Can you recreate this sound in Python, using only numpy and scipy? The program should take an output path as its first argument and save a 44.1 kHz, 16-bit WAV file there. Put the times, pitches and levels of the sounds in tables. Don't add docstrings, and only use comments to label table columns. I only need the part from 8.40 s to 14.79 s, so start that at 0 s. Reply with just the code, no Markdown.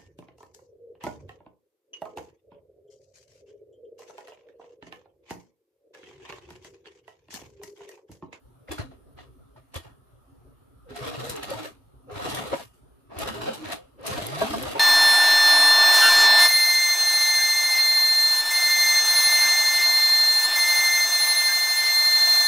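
import sys
import numpy as np
from scipy import signal
from scipy.fft import rfft, irfft, next_fast_len
from scipy.io import wavfile
from scipy.ndimage import uniform_filter1d

SR = 44100
rng = np.random.default_rng(int(sys.argv[2]) if len(sys.argv) > 2 else 0)


def boost(x):
    u = np.asarray(x, float) / 20
    return 10 ** u


def dump(signal):
    limited = np.clip(np.atleast_2d(signal).T, -1, 1)
    pcm = np.round(limited * 32767).astype(np.int16)
    wavfile.write(sys.argv[1], SR, pcm)


N = 282007
M = next_fast_len(N + 8192)
T = np.arange(N) / SR
EDGE_HZ = 14750
SIDES = np.array([[0.5], [-0.5]])


def evened(x):
    return x / np.sqrt(np.mean(x ** 2) + 1e-20)


def wander(samples):
    smooth = uniform_filter1d(rng.standard_normal(N), samples)
    return evened(uniform_filter1d(smooth, samples))


def read(points, hz):
    f, value = np.transpose(points)
    return np.interp(np.log(hz + 1), np.log(f + 1), value)


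def colour(points, peaks):
    hz = np.fft.rfftfreq(M, 1 / SR)
    level_db = read(points, hz) - np.clip((hz - EDGE_HZ) / 6, 0, 90)
    for centre_hz, width_hz, peak_db in peaks:
        level_db += peak_db / (1 + (2 * (hz - centre_hz) / width_hz) ** 2)
    return hz, boost(level_db)


def causal(gain):
    folded = irfft(np.log(gain + 1e-5), M)
    folded[1:M // 2] *= 2
    folded[M // 2 + 1:] = 0
    return np.exp(rfft(folded))


def swell(start_s, rise_s, t60_s):
    rise_s, t60_s = np.clip(rise_s, 0.0005, 0.06), np.clip(t60_s, 0.02, 0.5)
    u = np.arange(int(0.5 * SR)) / SR
    rise = np.sin(np.pi / 2 * np.minimum(u / rise_s, 1)) ** 2
    decay = boost(-60 * np.maximum(u - rise_s, 0) / t60_s)
    return round(start_s * SR), rise * decay


def add(mix, at, sound):
    part = mix[..., at:at + sound.shape[-1]]
    part += sound[..., :part.shape[-1]]


def motor_runs():
    # time_s, load_db
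    loads = [
        [(2.42, -52), (2.53, -10.5), (2.575, -29), (2.63, -3.5), (2.72, -5.5), (2.93, -6), (3.14, -5.5),
         (3.29, -15.5), (3.37, -63)],
        [(3.64, -38), (3.754, -3.5), (3.866, 3), (4.052, -1.5), (4.222, -7), (4.32, -45)],
        [(4.67, -37.5), (4.71, -27), (4.79, -1.5), (4.9, -1.5), (5.0, -3.5), (5.24, -9.5), (5.37, -21),
         (5.45, -49)],
        [(5.55, -45), (5.65, -8.5), (5.7, 4), (5.85, 0), (5.92, 0), (6.16, 1), (6.236, 0), (6.27, 3.5),
         (6.39, -6)],
    ]
    # level_db at load 0, slope_db per dB of load, lag_s
    layers = [(-48.5, .6, -0.0047), (-40.5, 1.04, -0.003), (-47.5, 1.19, 0.01), (-54.5, 1.25, 0.024)]
    drive = np.zeros((4, N))
    for rows in loads:
        time_s, load_db = np.transpose(rows)
        on = (T > time_s[0]) & (T < time_s[-1])
        for k, (level_db, slope_db, lag_s) in enumerate(layers):
            drive[k] += on * boost(level_db + slope_db * np.interp(T - lag_s, time_s, load_db))
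    return drive


def blows(table, parts_db, rises_s):
    soft_dull = 0.2
    drive = np.zeros((4, N))
    for start_s, level_db, hard_db, t60_s in table:
        echo = boost(-15) * swell(start_s, 0.02, 0.16)[1]
        for k, (part_db, rise_s) in enumerate(zip(parts_db, rises_s)):
            at, shape = swell(start_s - 0.6 * rise_s, rise_s, t60_s)
            gain_db = level_db + part_db + hard_db * (k - 1)
            if k == 2:
                gain_db += soft_dull * min(hard_db, 0)
            add(drive[k + 1], at, boost(gain_db) * (shape + echo))
    return drive


def lever_blows():
    # start_s, level_db, hardness_db per band, t60_s
    lever_hits = [
        (0.278, -61.5, -14.5, .1),
        (.29, -50, -6, 0.39),
        (0.314, -39.5, 3, 0.23),
        (0.384, -39.5, -4.5, 0.23),
        (1.164, -61, -9, 0.2),
        (1.341, -41, -0.5, 0.31),
        (1.36, -39.5, 4.5, 0.064),
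        (1.32, -66, 0, .05),
        (1.447, -60, -12, 0.15),
        (1.48, -70, -8, .5),
    ]
    return blows(lever_hits, [-4.5, -8.5, -12.5], [0.01, 0.018, 0.003])


def fabric_shifts():
    # start_s, level_db, hardness_db per band, t60_s
    shifts = [
        (0.512, -65, -9, 0.3),
        (.774, -57.5, -8, .13),
        (.79, -53, -6, .16),
        (.81, -60, 4, .3),
    ]
    return blows(shifts, [-8, -9, -24], [0.013, 0.026, 0.015])


def stitch_blows():
    # start_s, level_db, hardness_db per band, t60_s
    stitch_hits = [(2.479, -80, -19, .3), (2.499, -52.5, -4, 0.1), (2.557, -41, -2, 0.59),
                   (2.645, -48, -6, .05), (2.745, -46, -5, .06), (3.082, -47, -7, .05), (3.231, -50, 5, .05),
                   (3.765, -50, -4, .08), (3.818, -50, 0, .06), (4.15, -58, 12, .5), (4.07, -50, 3, .08),
                   (2.674, -38, -2, 0.095), (2.794, -40, -3, 0.2), (2.844, -42.5, 5, 0.21),
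                   (2.895, -41, 12, 0.13), (2.964, -50, -4, 0.16), (3.032, -36.5, 5, 0.05),
                   (3.102, -40.5, -1.5, 0.33), (3.188, -44.5, -4, 0.35), (3.247, -44.5, 0, 0.16),
                   (3.702, -68, -27.5, 0.17), (3.712, -60, 7, .36), (3.848, -43, 0, 0.076),
                   (3.898, -47.5, 14.5, 0.063), (3.948, -45, 14, 0.079), (3.985, -39, -1, 0.043),
                   (4.128, -39.5, -13.5, 0.092), (4.215, -60, -3, .1), (4.34, -78, 14, 0.61),
                   (4.708, -63, -19.5, 0.3), (4.735, -60, -2, 0.3), (4.775, -50, -8, .1),
                 (4.79, -45.5, 13, 0.12), (4.816, -36, 1, 0.065), (4.875, -36, 0.5, 0.083),
                 (4.947, -50, -2, .04), (5.282, -52, 8, .05), (5.3, -45, -3, .05), (5.822, -41, 3, .06),
                 (5.985, -43, 6, .05), (6.066, -44, 0, .06), (6.1, -44, 8, .06), (6.166, -48, 8, .04),
                 (6.247, -54, 9, .06), (6.382, -48, 2, .05), (5.73, -45, 0, .05), (5.63, -58, 8, .05),
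                 (5.016, -40.5, -2.5, 0.2), (5.071, -40, -7.5, 0.18), (5.134, -47, 10.5, 0.15),
                 (5.248, -43.5, -7, 0.75), (5.319, -33.5, 2.5, 0.12), (5.592, -64.5, -15, 0.53),
                 (5.647, -46.5, -7.5, 0.041), (5.665, -35.5, 10, 0.12), (5.779, -43, -3, 0.029),
                 (5.862, -44, 3, .05), (5.949, -45, -3, 0.034), (6.011, -35, -5, 0.27),
                 (6.132, -40.5, 2, 0.03), (6.183, -49, 8, 0.049), (6.224, -46, 2, 0.033),
                 (6.314, -43, 5, 0.024), (6.348, -49.5, -17.5, 0.39)]
    return blows(stitch_hits, [-6, -7, -11], [0.031, 0.028, 0.005])


def machine():
    # freq_hz, level_db per Hz
    casing = [(18, -64), (30, 0.5), (117, 3.5), (182, -7.5), (410, -12.5), (1230, -11), (1470, -14.5),
              (1870, -17.5), (2020, -15.5), (2830, -10), (5890, -19), (10700, -17.5), (14000, -19.5),
              (15500, -46)]
    # centre_hz, width_hz, peak_db over the casing colour
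    modes = [(87, 20, -2.5), (113.8, 51, 3), (307, 34, 7), (416, 25, 8), (520, 32, 5.5), (659, 230, 7),
             (960, 14, 4), (1180, 13, 4), (1287, 31, 5), (1660, 95, 4), (1864, 60, 11), (2135, 30, 5),
             (2840, 13, 7.5), (3400, 41, 4.5), (4015, 290, 4.5), (11000, 220, 4.5)]
    band_hz = [48, 250, 1500, 5500, 16000]
    drive = motor_runs() + lever_blows() + fabric_shifts() + stitch_blows()
    size = boost(1.47 * wander(120))
    contacts = evened(size * rng.standard_normal((2, N)))
    hz, gain = colour(casing, modes)
    phase = np.exp(1j * np.angle(causal(gain)))
    sound = 0
    for k in range(4):
        low_cut = 1 + (band_hz[k] / (hz + 1)) ** 8
        high_cut = 1 + (hz / band_hz[k + 1]) ** 8
        band = gain / np.sqrt(low_cut * high_cut)
        sound = sound + rfft(drive[k] * contacts, M) * evened(band) * phase
    alike = 1 / (1 + (hz / 750) ** 4)
    low = irfft(sound[0] * np.sqrt(alike), M)[:N]
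    high = irfft(sound * np.sqrt(1 - alike), M)[:, :N]
    return low, high


def rings(table, wobble, rise, lag):
    out = np.zeros((2, N))
    for start_s, level_db, pitch_hz, t60_s in table:
        at, shape = swell(start_s, rise, t60_s)
        drift = evened(uniform_filter1d(rng.standard_normal(len(shape)), 300))
        turn = 2 * np.pi * np.cumsum(pitch_hz * (1 + wobble * drift)) / SR
        lean = boost(level_db + 0.3 * SIDES)
        add(out, at, lean * shape * np.sin(turn + lag * SIDES))
    return out


def panel_rings():
    # start_s, level_db, pitch_hz, t60_s
    struck = [(.283, -35, 520, .056), (.318, -30, 396, .064), (2.829, -31.5, 462.4, 0.25),
              (3.11, -19.5, 557, 0.07), (3.129, -30, 898, 0.1), (4.125, -27, 980, 0.16),
              (4.127, -16, 550, 0.075), (4.815, -31, 850, 0.19), (5.966, -27, 658, 0.091),
              (6.011, -12.5, 655, 0.11), (6.01, -26, 520, .05), (6.014, -23, 960, 0.078),
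              (6.012, -23, 1100, .09)]
    # start_s, level_db, pitch_hz, t60_s
    held = [(.43, -43.5, 266.4, 0.38), (2.97, -37, 292.5, 0.13), (3.69, -38, 724, 0.088),
            (3.82, -40, 714, 0.13), (4.81, -40, 1097, 0.11), (6.25, -36, 604, .15),
            (2.495, -38.5, 410, .23), (2.575, -32, 420, 0.2), (2.855, -36, 486, 0.32),
            (3.155, -33.5, 646, 0.18), (3.21, -44, 307, 0.24), (4.79, -30, 664, 0.11),
            (4.95, -33.5, 416.6, 0.43), (4.96, -36, 653, 0.55), (5.08, -36, 222.3, 0.19),
            (5.178, -40, 310, .1), (5.21, -30, 311.5, .1), (3.84, -31, 485, .15), (3.7, -35, 410, .4),
            (2.6, -36, 500, .2), (5.76, -30, 300, .15), (5.77, -31, 700, .1), (5.91, -31, 640, .12),
            (5.095, -32, 530, .1), (2.545, -34, 700, .15), (5.375, -48.5, 720, .15),
            (5.305, -41.5, 674, 0.22)]
    # start_s, level_db, pitch_hz, t60_s
    take_up = [
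        (2.452, -48, 523, .24),
        (2.476, -45, 525, 0.3),
        (3.665, -48, 520, 0.083),
        (3.68, -40, 510, 0.15),
        (5.568, -52, 537, .13),
        (5.585, -43, 536, 0.32),
    ]
    # start_s, level_db, pitch_hz, t60_s
    strokes = [
        (3.99, -35.0, 432.0, 0.14),
        (4.81, -33.0, 1259.0, 0.09),
        (6.099, -35.0, 303.0, 0.09),
        (6.128, -30.0, 1185.0, 0.06),
        (6.205, -34.0, 524.0, 0.14),
        (6.245, -39.0, 1222.0, 0.19),
    ]
    return (boost(-3.2) * rings(struck, wobble=0.018, rise=0.008, lag=-0.45)
            + boost(-3.0) * rings(held, wobble=0.018, rise=0.023, lag=0.7)
            + rings(take_up, wobble=0.045, rise=0.022, lag=-1.0)
            + rings(strokes, wobble=0.025, rise=0.016, lag=0.3))


def far_and_side_rings():
    # start_s, level_db, pitch_hz, t60_s
    opposed = [(0.382, -31.0, 285.0, 0.06), (2.636, -36.0, 680.0, 0.07), (2.769, -38.0, 413.0, 0.23),
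               (2.887, -36.0, 662.0, 0.08), (2.932, -32.0, 423.0, 0.24), (2.986, -35.0, 404.0, 0.08),
               (3.125, -37.0, 331.0, 0.09), (3.785, -32.0, 698.0, 0.11), (3.835, -34.0, 1121.0, 0.08),
               (3.965, -36.0, 1204.0, 0.15), (3.973, -34.0, 266.0, 0.22), (4.781, -33.0, 303.0, 0.08),
               (4.829, -36.0, 496.0, 0.09), (4.875, -36.0, 1102.0, 0.13), (5.003, -37.0, 1323.0, 0.09),
               (5.09, -37.0, 919.0, 0.07), (5.676, -33.0, 514.0, 0.11), (5.682, -33.0, 662.0, 0.12),
               (5.926, -33.0, 1277.0, 0.15), (5.945, -36.0, 1112.0, 0.15), (6.007, -30.0, 1259.0, 0.07),
               (6.007, -30.0, 1589.0, 0.09), (6.244, -35.0, 413.0, 0.11), (6.287, -38.0, 230.0, 0.1),
               (6.299, -34.0, 478.0, 0.16)]
    # start_s, level_db, pitch_hz, t60_s
    sideways = [(2.659, -33.0, 478.0, 0.27), (3.189, -34.0, 312.0, 0.22), (3.864, -36.0, 845.0, 0.1),
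                (3.928, -36.0, 606.0, 0.08), (4.898, -36.0, 230.0, 0.2), (5.713, -33.0, 1093.0, 0.08),
                (6.126, -37.0, 1599.0, 0.07), (6.128, -32.0, 910.0, 0.06), (6.264, -35.0, 974.0, 0.09),
                (6.341, -33.0, 413.0, 0.08)]
    # start_s, level_db, pitch_hz, t60_s
    far_heavy = [(5.076, -20, 533, .08), (6.153, -30, 225, .25), (5.74, -31, 110, .15),
                 (2.672, -36, 275, .5), (2.9, -37, 130, .12), (4.813, -36, 110, .12), (.42, -38, 120, .2),
                 (2.815, -34, 500, .1), (5.375, -42, 520, .25)]
    # start_s, level_db, pitch_hz, t60_s
    side_heavy = [
        (6.135, -30, 1060, 0.086),
        (6.133, -22.5, 677, 0.11),
        (6.35, -27, 910, 0.21),
        (6.349, -28, 550, 0.14),
        (6.012, -24, 400, .08),
    ]
    return (rings(opposed, wobble=0.025, rise=0.016, lag=3.0)
            + rings(sideways, wobble=0.025, rise=0.016, lag=-1.5)
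            + rings(far_heavy, wobble=0.01, rise=0.012, lag=3.1)
            + rings(side_heavy, wobble=0.018, rise=0.008, lag=-1.6))


def steel_rings():
    # start_s, level_db, pitch_hz, t60_s
    pings = [(.284, -25.5, 2000, 0.019), (.786, -36, 1990, 0.071), (.787, -35, 737, 0.089),
             (.311, -27.5, 3420, 0.22), (.382, -20.5, 1386, 0.051), (1.161, -34.5, 880, 0.044),
             (1.162, -50, 1900, 0.033), (1.355, -24, 3420, 0.13), (3.032, -26, 2920, 0.07),
             (.383, -28, 850, .07)]
    # start_s, level_db, pitch_hz, t60_s
    clinks = [(0.385, -42, 1911, 0.08), (2.739, -46, 2830, 0.07), (2.745, -44, 1874, 0.06),
              (2.798, -42, 1838, 0.05), (3.028, -44, 3546, 0.05), (3.184, -47, 3969, 0.05),
              (3.187, -45, 2370, 0.05), (3.25, -42, 1819, 0.05), (3.846, -40, 2426, 0.05),
              (3.895, -43, 3602, 0.05), (3.959, -43, 3693, 0.05), (3.987, -40, 1856, 0.09),
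              (3.988, -41, 3363, 0.05), (5.007, -43, 1617, 0.07), (5.01, -43, 4024, 0.05),
              (5.316, -38, 2756, 0.05), (5.728, -43, 3785, 0.08), (5.757, -42, 2334, 0.05),
              (5.817, -42, 3969, 0.06), (5.818, -41, 2352, 0.05), (5.824, -41, 3363, 0.05),
              (5.856, -44, 3546, 0.06), (5.859, -41, 3951, 0.05), (5.939, -44, 2775, 0.09),
              (5.981, -46, 4906, 0.05), (6.014, -30, 1617, 0.09), (6.059, -41, 2517, 0.05),
              (6.181, -42, 2517, 0.05), (6.183, -44, 2187, 0.08), (6.381, -47, 3638, 0.05)]
    return (boost(-12.0) * rings(pings, wobble=0.018, rise=0.00077, lag=1.2)
            + rings(clinks, wobble=0.03, rise=0.008, lag=-1.4))


def ticks():
    # start_s, level_db, centre_hz
    tick_hits = [(0.3187, -30, 6400), (1.343, -34.5, 5900), (2.562, -36, 7770), (2.8963, -24, 9000),
                 (2.9631, -28.5, 6020), (3.03, -31, 9500), (3.1026, -30, 10000), (3.9469, -26, 11000),
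                 (3.8994, -33, 10500), (5.654, -36, 10000), (4.818, -34, 8000), (4.788, -22, 11000),
                 (5.3233, -51, 6180), (5.6115, -49, 11000), (5.666, -20, 9600), (5.867, -19.5, 10600),
                 (6.0212, -25, 5670), (6.2263, -22.5, 11000), (6.3155, -33, 11660)]
    out = np.zeros((2, N))
    f = np.fft.rfftfreq(4096, 1 / SR)
    for start_s, level_db, centre_hz in tick_hits:
        at, shape = swell(start_s - 0.001, 0.0015, 0.025)
        burst = shape[:4096] * rng.standard_normal((2, 4096))
        bright = 0.36 + 1 / (1 + (4 * (f - centre_hz) / 5000) ** 2)
        bright = bright / (1 + (6000 / (f + 1)) ** 8) / (1 + (f / 14600) ** 90)
        add(out, at, boost(level_db - 8.5) * irfft(rfft(burst) * evened(bright)))
    return out


def whine():
    # time_s, pitch_hz, level_db
    climbs = [
        [(5.8, 90, -56), (5.858, 113, -41), (5.97, 152, -36), (6.02, 185, -46), (6.052, 222, -31),
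         (6.085, 260, -39), (6.112, 293, -37), (6.135, 312, -50)],
        [(6.13, 205, -50), (6.142, 210, -35), (6.197, 243, -44), (6.235, 285, -35), (6.28, 320, -52)],
    ]
    out = np.zeros((2, N))
    slip, flutter = wander(500), wander(500)
    for rows in climbs:
        time_s, pitch_hz, level_db = np.transpose(rows)
        turn = 2 * np.pi * np.cumsum(np.interp(T, time_s, pitch_hz) * (1 + 0.025 * slip)) / SR
        loudness = boost(np.interp(T, time_s, level_db, -99, -99) + 1.5 * flutter)
        out += loudness * np.sin(turn + 0.6 * SIDES)
    return out


def table_rings():
    # start_s, level_db, pitch_hz, t60_s
    knocks = [(.04, -48.5, 50.5, 0.22), (.304, -32, 307, 0.23), (.39, -23, 100, 0.061),
              (1.354, -28.5, 85.4, 0.12), (1.456, -43, 110, 0.12), (2.503, -43, 258, 0.25),
              (2.607, -32.5, 123.4, 0.17), (2.772, -33.5, 128.3, 0.43), (3.147, -37.5, 112.7, 0.27),
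              (3.718, -39.5, 105, .18), (4.119, -32, 346, 0.13), (4.761, -33.5, 83, 0.14),
              (5.0, -41, 110, .15), (6.034, -34, 228, .1), (6.138, -36, 225, 0.1), (6.275, -36, 115, .1),
              (3.93, -36, 125, .25)]
    # start_s, level_db, pitch_hz, t60_s
    thumps = [(.29, -35, 78.1, 0.19), (.551, -51, 60.5, .48), (.784, -49, 62.7, 0.53),
              (1.151, -54, 124.4, .48), (1.723, -51, 119, 0.25), (1.995, -50, 117, 0.18),
              (2.047, -47, 59.5, 0.16), (3.072, -45, 77, .2), (3.757, -39, 99.6, 0.12),
              (4.12, -38.5, 105, 0.1), (4.829, -37, 53.8, 0.14), (5.25, -40.5, 83, 0.19),
              (5.679, -52, 138, 0.12), (5.739, -55, 72.7, 0.18), (6.092, -34, 84.6, 0.11)]
    return (rings(knocks, wobble=0.049, rise=0.0088, lag=1.0)
            + rings(thumps, wobble=0.029, rise=0.011, lag=1.3))


def room():
    # freq_hz, level_db per Hz
    air_colour = [(12, -58), (20, -20), (49, -12.5), (119, -18), (207, -24.5), (266, -12.5), (306, -28.5),
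                  (362, -13.5), (614, -16.5), (1100, -25), (2270, -36), (3080, -34), (11100, -50.5),
                  (13900, -35.5), (15500, -69.5)]
    # centre_hz, width_hz, peak_db
    hum_peaks = [(57, 8.7, 14.5), (125.2, 41, 13.5), (278.4, 8.8, 11.5), (341.5, 42, 2.5), (1284, 260, 11),
                 (9370, 1400, 15), (11000, 1700, 15.5)]
    # time_s, hum_db
    hum_curve = [
        [(0.0, -59.5), (0.33, -61), (0.44, -53.5), (0.98, -58), (1.28, -60.5), (2.35, -59.5), (2.45, -60.5)],
    ]
    hz, gain = colour(air_colour, hum_peaks)
    low = gain / (1 + (hz / 450) ** 4)
    noise = rfft(rng.standard_normal((2, M)))
    hum_db = np.interp(T, *np.transpose(hum_curve[0])) + 0.75 * wander(1500)
    hum = boost(hum_db) * irfft(noise[0] * evened(low), M)[:N]
    hiss = boost(-69) * irfft(noise * evened(gain - low), M)[:, :N]
    return hum, hiss


def drifted(low, high):
    # freq_hz, left_minus_right_db
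    balance = [(60, -2.5), (180, 0.5), (550, 0.5), (1650, 0.5), (4970, 0.0), (15000, 0)]
    hz, t, bass = signal.stft(low, SR, nperseg=512, noverlap=384)
    treble = signal.stft(high, SR, nperseg=512, noverlap=384)[2]
    patches = rng.standard_normal((2, len(hz), len(t)))
    for axis, size in ((1, 3), (1, 2), (2, 30), (2, 20)):
        patches = uniform_filter1d(patches, size, axis)
    phase_patch, level_patch = evened(patches)
    turn = 2.85 * (1 + hz / 700)[:, None] * phase_patch * SIDES[..., None]
    z = boost(3.0) * bass * np.exp(1j * turn) + treble * boost(2.0 * level_patch)
    drops_hz = np.repeat(rng.exponential(350, len(t) // 8 + 1), 8)[:len(t)]
    z = z * (hz[:, None] < EDGE_HZ - drops_hz)
    lean = boost(read(balance, hz) * SIDES)[..., None]
    return signal.istft(z * lean, SR, nperseg=512, noverlap=384)[1][:, :N]


def scene():
    low, high = machine()
    hum, hiss = room()
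    noisy = boost(1.5) * drifted(low + hum, high + hiss) + ticks()
    ringing = panel_rings() + far_and_side_rings() + steel_rings() + table_rings()
    return noisy + ringing + whine()


def low_pass(x):
    return signal.sosfilt(signal.butter(12, 15820, fs=SR, output="sos"), x)


def record(dry):
    bass_cut = signal.butter(2, 38, "high", fs=SR, output="sos")
    return low_pass(signal.sosfilt(bass_cut, dry))


dry = scene()
out = record(dry)
dump(out)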